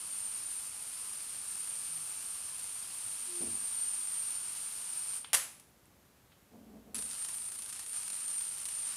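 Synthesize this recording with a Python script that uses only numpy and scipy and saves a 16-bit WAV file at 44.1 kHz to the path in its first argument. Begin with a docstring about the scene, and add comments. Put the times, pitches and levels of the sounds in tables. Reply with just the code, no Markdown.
"""The corona wire of a foil ionocraft hovering over a table hisses and whines near 9 kHz.
Countless tiny discharges make the hiss; supply ripple modulates both hiss and whine.
The voltage is taken away with a click, and the frame drops and clatters on the table; then the
corona strikes again, now spitting sparks. Nearby, wood quietly squeaks, bumps and scrapes by
stick-slip friction. One close microphone hears it all in a small room."""
import sys
import numpy as np
from scipy import signal
from scipy.fft import rfft, irfft
from scipy.io import wavfile

SR = 44100
rng = np.random.default_rng(int(sys.argv[2]) if len(sys.argv) > 2 else 0)


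def master_out(mix):
    """Clip the mix to full scale and print it as 16-bit PCM to the path in sys.argv[1]."""
    frames = np.transpose(np.atleast_2d(mix))
    ceiling = np.clip(frames, -1, 1)
    pcm = np.round(ceiling * 32767).astype(np.int16)
    wavfile.write(sys.argv[1], SR, pcm)


N = 395136
TIME = np.arange(N) / SR
ROOM_T60_S = 0.45
POWER_OFF_S, POWER_ON_S = 5.17, 6.945
HISS_FALL_DB_PER_S, WHINE_FALL_DB_PER_S = 197, 186


def undb(db):
    """Amplitude ratio of a level in decibels."""
    return 10 ** (np.asarray(db) / 20)


def unit(x):
    """Normalisation to rms 1."""
    return x / np.sqrt(np.mean(x ** 2))


def curve(rows):
    """Linear interpolation of (t/s, value) rows."""
    return np.interp(TIME, *np.transpose(rows))


def noise():
    """Gaussian white noise."""
    return rng.standard_normal(N)


def walk(rate):
    """Random fluctuation of rms 1, band-limited to about rate Hz."""
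    return unit(irfft(rfft(noise()) * np.exp(-(np.fft.rfftfreq(N, 1 / SR) / rate) ** 2), N))


def tone(hz, phase_rad=0):
    """A sinusoid whose phase is the integral of its frequency, plus an offset."""
    return np.sin(2 * np.pi * np.cumsum(hz) / SR + phase_rad)


def grains(rate, spread_db):
    """Shot noise of rms 1: about rate impulses a second, of unequal size."""
    size = undb(spread_db * np.minimum(rng.exponential(size=N), 4))
    return unit((rng.random(N) < rate / SR) * size * np.sign(noise()))


def colour(x, points, size=4096):
    """Minimum-phase filter through (f/Hz, relative level/dB) points; white noise keeps its power."""
    hz, db = np.transpose(points)
    gain = undb(np.interp(np.log(np.fft.rfftfreq(size, 1 / SR) + 1), np.log(hz), db))
    cepstrum = irfft(np.log(gain))
    cepstrum[1:size // 2] *= 2
    cepstrum[size // 2 + 1:] = 0
    response = irfft(np.exp(rfft(cepstrum)))
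    return signal.fftconvolve(x, response / np.linalg.norm(response))[:N]


def fade(start, t60):
    """Exponential decay from a sudden onset, 60 dB in t60 seconds."""
    age = TIME - start
    return (age >= 0) * np.exp(-np.log(1000) * np.maximum(age, 0) / t60)


def push(peak_s, attack_s, t60):
    """Linear growth of power to a peak, then exponential decay."""
    rise = np.sqrt(np.clip(1 + (TIME - peak_s) / attack_s, 0, 1))
    return rise * (TIME < peak_s) + fade(peak_s, t60)


def restarted(before, after):
    """A step from one value to another as the corona strikes again."""
    return np.where(TIME < POWER_ON_S, before, after)


def powered(fall_db_per_s):
    """Unit gain that decays exponentially while the voltage is off."""
    return restarted(undb(-fall_db_per_s * np.maximum(TIME - POWER_OFF_S, 0)), 1)


def room(x, wet_db):
    """Reverberation: the walls add a diffuse tail to the direct sound."""
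    tail = (noise() * fade(0.0062, ROOM_T60_S))[:SR]
    return x + undb(wet_db) * signal.fftconvolve(x, tail / np.linalg.norm(tail))[:N]


def blows(rows, body, grain, wet_db):
    """Impact excitation: a body rings briefly, and its energy decays in the diffuse field."""
    direct = sum(undb(db) * fade(s, t60) for s, db, t60 in rows)
    diffuse_power = sum((undb(db) * fade(s + 0.0067, ROOM_T60_S)) ** 2 * t60 / ROOM_T60_S
                        for s, db, t60 in rows)
    return colour(grain * direct + undb(wet_db) * np.sqrt(diffuse_power) * noise(), body)


# Spectrum of the room air: f/Hz, relative level/dB
AIR_SPECTRUM = [(15, -50), (25, -14), (41, -12), (64, -4.5), (107, -5), (274, -8), (359, -11), (482, -13.5),
                (582, -12.5), (631, -14.5), (4750, -25.5), (12800, -25), (15500, -29.5)]

def air(rumble_db=-64.5, whistle_db=-82, whistle_hz=12800):
    """Ambient noise: a low rumble and a thin whistle with random frequency modulation."""
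    whistle = tone(whistle_hz + 70 * walk(150))
    return undb(rumble_db) * colour(noise(), AIR_SPECTRUM) + undb(whistle_db) * whistle


# Soft low thuds: t/s, f/Hz, level/dB, 1/e half-width/s
THUDS = [(1.95, 156, -62, 0.093), (3.064, 98, -57, 0.02), (3.5, 88, -57, 0.054), (3.569, 202, -60, .035),
         (6.751, 60, -63.5, .1), (7.021, 65.6, -64, .1)]

def thuds():
    """Gaussian tone pulses: the smooth envelope keeps the band narrow, so there is no click."""
    return sum(undb(db) * np.exp(-((TIME - s) / width) ** 2) * np.sin(2 * np.pi * hz * (TIME - s))
               for s, hz, db, width in THUDS)


# Response of the wood: f/Hz, relative level/dB
WOOD_SPECTRUM = [(45, -10.5), (85, -6), (165, -8.5), (218, 7.5), (275, 0), (340, -11), (440, -3),
                 (520, -13), (620, -10), (730, -11.5), (950, -21), (1600, -33), (4000, -43)]
# Dull bumps: t/s, level/dB, T60/s
BUMPS = [(3.405, -44, 0.09), (3.416, -43, 0.15), (3.465, -55.5, 0.83)]
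# Peaks of short shoves: t/s, level/dB
SHOVES = [(6.54, -53), (6.59, -56), (6.69, -54), (6.755, -52), (6.885, -54), (6.95, -55), (6.995, -55.5)]

def furniture(squeak_s=3.265, length_s=.17, squeak_hz=356, sink_hz_per_s=65, squeak_db=-51.5):
    """Stick-slip friction: sliding wood squeaks, bumps to a stop and later scrapes."""
    hz = squeak_hz - sink_hz_per_s * np.clip(TIME - squeak_s, 0, length_s)
    squeak = undb(squeak_db) * push(squeak_s + length_s, length_s, t60=0.4) * unit(tone(hz))
    drag_power = sum((undb(db) * push(s, attack_s=0.031, t60=0.52)) ** 2 for s, db in SHOVES)
    scrape = np.sqrt(drag_power) * colour(grains(rate=900, spread_db=0.5), WOOD_SPECTRUM)
    return squeak + scrape + blows(BUMPS, WOOD_SPECTRUM, noise(), wet_db=-1)


# Response of the switch body: f/Hz, relative level/dB
SWITCH_SPECTRUM = [(300, -20.5), (900, -8), (1800, -7.5), (3000, 0), (4200, -8), (6000, -20), (12000, -30)]
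# Switch clicks: t/s, level/dB, T60/s
CLICKS = [(5.245, -40, 0.033), (6.319, -59.5, 0.063)]

def switch():
    """Damped transients: light impacts in a switch are heard as clicks."""
    return blows(CLICKS, SWITCH_SPECTRUM, noise(), wet_db=-4)


# Response of the foil frame: f/Hz, relative level/dB
FOIL_SPECTRUM = [(120, -19), (300, -21.5), (550, -7.5), (1000, -4), (1900, -2.5), (3000, -3.5),
                 (4200, -6.5), (6000, -3.5), (8000, -0.5), (10000, 5), (12000, -4.5), (15500, -19.5)]
# Contacts with the table: t/s, relative level/dB, T60/s
TOUCHDOWNS = [(5.3315, -24.5, 0.078), (5.342, -27, 0.044), (5.3475, -24.5, 0.039), (5.370, -39.5, 0.068),
              (5.598, -54, 0.033), (5.855, -65, .03)]

def landing():
    """Successive impacts: the corners touch down in turn and the foil crinkles."""
    crinkle = grains(rate=9000, spread_db=2)
    return undb(4) * blows(TOUCHDOWNS, FOIL_SPECTRUM, crinkle, wet_db=-4)


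# Spectrum of a spark: f/Hz, relative level/dB
SPARK_SPECTRUM = [(400, -17), (1200, -2.5), (2000, -2), (4500, 0), (7000, 1.5), (10000, 10), (12500, -4.5),
                  (15500, -24)]
# Strong spits, each a cluster of sparks: t/s, level/dB
STRONG_SPITS = [(6.945, -36.5), (6.954, -35), (6.964, -37.5), (6.982, -39), (6.988, -41), (7.023, -37.5),
                (7.247, -34.5), (7.286, -35), (7.518, -37), (7.587, -40), (7.621, -37), (7.726, -38),
                (7.793, -36.5), (7.862, -41.5), (8.101, -35), (8.131, -38), (8.279, -38), (8.654, -34),
                (8.686, -35.5)]
SPIT_START_S = 7.11

def sparks(period_s=.0342, jitter_s=.002, weak_db=-43.5, scatter_db=0.5):
    """Relaxation oscillation: the wire charges and spits almost evenly, weakly between strong spits."""
    beats = np.arange(SPIT_START_S, N / SR, period_s)
    chance = rng.standard_normal((len(beats), 2))
    weak_spits = [(s + jitter_s * late, weak_db + scatter_db * size)
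                  for s, (late, size) in zip(beats, chance)
                  if min(abs(s - strong) for strong, _ in STRONG_SPITS) > period_s / 2]
    bursts = sum(undb(db) * fade(s, t60=0.04) for s, db in STRONG_SPITS + weak_spits)
    snaps = grains(rate=9000, spread_db=2.3)
    return room(colour(bursts * snaps, SPARK_SPECTRUM), wet_db=-10)


def upper_whine(base_hz=10080, wander_hz=290, glide_hz=800, glide_s=.04, rough_rad=2.1):
    """Phase modulation: another stretch of wire whines hoarsely, squeals at the strike, then wanders."""
    hz = base_hz + restarted(0, wander_hz * (1 + np.tanh(walk(2))))
    gain = powered(WHINE_FALL_DB_PER_S) * undb(restarted(-60, -63.5))
    sustained = gain * unit(tone(hz, rough_rad * walk(170)))
    squeal_hz = base_hz + glide_hz * np.clip((TIME - POWER_ON_S) / glide_s, 0, 1)
    squeal = undb(-38.5) * fade(POWER_ON_S, t60=0.19) * unit(tone(squeal_hz, rough_rad * walk(170)))
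    return room(sustained + squeal, wet_db=-10)


# Spectra of the broad hiss and the high sizzle: f/Hz, relative level/dB
HISS_SPECTRUM = [(210, -60), (350, -24), (710, -13), (1050, -8), (1280, -7), (1910, -12), (2730, -7),
                 (3770, -9.5), (4540, -6.5), (6170, -7.5), (7440, -5.5), (8500, -12), (11000, -40),
                 (18700, -120)]
SIZZLE_SPECTRUM = [(6500, -32.5), (7800, -8), (8600, -1), (9500, 1), (10100, 0), (11000, -5),
                   (12300, -11.5), (14000, -19), (15500, -26)]
# Envelope of the hiss after the restart: t/s, relative level/dB
HISS_RESTART = [(7.07, -52), (7.13, -49.5), (7.24, -48.5), (7.4, -54), (7.62, -53), (7.8, -49), (7.89, -56),
                (7.96, -48.5), (8.55, -51), (8.96, -47.5)]

def corona_hiss(sag, sway_db, rise_db_per_s=0.2142, lull_s=0.016, lull_db=-3.5):
    """Shot noise: tiny discharges hiss and sizzle in step with the supply; a few stand out as crackle."""
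    current = (1 - 0.39 * sag) * undb(.5 * walk(39))
    hiss, sizzle = (colour(unit(grains(rate=22000, spread_db=3) * current), spectrum)
                    for spectrum in (HISS_SPECTRUM, SIZZLE_SPECTRUM))
    # sparks come in flurries and take their share of the current from the hiss
    flurries = unit(grains(rate=2000, spread_db=6.5) * undb(3.3 * np.tanh(walk(33))) * current)
    crackle = colour(flurries, SPARK_SPECTRUM)
    share = undb(restarted(-9.5, 1))
    discharge = (undb(1) * hiss + share * crackle) / np.sqrt(1 + share ** 2)
    discharge_db = restarted(-52.5 + rise_db_per_s * TIME + sway_db, curve(HISS_RESTART))
    sizzle_db = restarted(-46.5, -48.1) + sway_db
    rush = undb(discharge_db) * discharge + undb(sizzle_db) * sizzle
    # the hiss falls back while charge builds up for a strong spit
    lull = sum((TIME >= s - lull_s) * (TIME < s) for s, _ in STRONG_SPITS if s > SPIT_START_S)
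    return room(powered(HISS_FALL_DB_PER_S) * undb(lull_db * lull) * rush, wet_db=-10.5)


def corona_whine(sag, level_db, leap_hz=500, flutter_db=2.1, onset_s=0.048):
    """Amplitude and frequency modulation: at each supply sag the wire's tone weakens and leaps up."""
    leap = sag ** 2
    swing_hz = leap_hz * (1 + .28 * np.tanh(walk(4)))  # varies as the craft sways
    hz = restarted(8998, 9014) + swing_hz * (leap - leap.mean())
    wander_rad = restarted(.37, .75) * (walk(25) + .8 * walk(160))  # calm, then restless
    singing = (1 - .48 * sag) * undb(flutter_db * walk(110)) * tone(hz, wander_rad)
    onset = np.clip((TIME - POWER_ON_S) / onset_s, 0, 1) ** 2
    gain = powered(WHINE_FALL_DB_PER_S) * restarted(0.95, onset) * undb(level_db + 1.3)
    return gain * unit(room(singing, wet_db=-9))


# Envelope of the whine as the craft sways, first hover and restart: t/s, relative level/dB
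WHINE_HOVER = [(0.0, -45), (0.24, -40.5), (0.66, -43), (0.72, -47.5), (0.95, -44.5), (1.45, -44.5),
               (1.5, -41), (2.84, -44.5), (2.85, -46.5), (2.97, -42.5), (3.31, -42), (3.37, -39),
               (3.57, -39), (3.86, -36), (4.05, -39), (4.19, -37), (4.75, -44.5), (5.17, -38)]
WHINE_RESTART = [(6.98, -38.5), (7.018, -42.5), (7.178, -46), (7.228, -39.5), (7.266, -45), (7.448, -41.5),
                 (7.536, -47.5), (7.828, -49.5), (7.978, -39.5), (8.032, -45.5), (8.386, -38),
                 (8.594, -45.5), (8.876, -39.5), (8.96, -47)]

def corona(ripple_hz=100.05, usual_whine_db=-42):
    """Corona discharge under ripple: the rectified supply sags twice a mains cycle, chopping the sound."""
    cycles = ripple_hz * TIME - .14 + .04 * walk(30)
    sag = (.5 + .5 * np.cos(2 * np.pi * cycles)) ** 9  # 0 full voltage, 1 deepest sag
    whine_db = restarted(curve(WHINE_HOVER), curve(WHINE_RESTART))
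    sway_db = 0.16 * (whine_db - usual_whine_db)  # the hiss follows the whine a little
    return corona_hiss(sag, sway_db) + corona_whine(sag, whine_db)


def scene():
    """Superposition at one microphone, the same in both channels."""
    mono = corona() + upper_whine() + sparks() + landing() + switch() + furniture() + thuds() + air()
    return np.array([mono, mono])


def record(dry, low_hz=42, top_hz=15550, ceiling=.3):
    """Band limiting and saturation: the deepest bass is lost, peaks are rounded and the top is cut."""
    thin = signal.sosfilt(signal.butter(4, low_hz, "high", fs=SR, output="sos"), dry)
    rounded = ceiling * np.tanh(thin / ceiling)
    return signal.sosfilt(signal.ellip(10, .2, 70, top_hz, fs=SR, output="sos"), rounded)


dry = scene()
out = record(dry)
master_out(out)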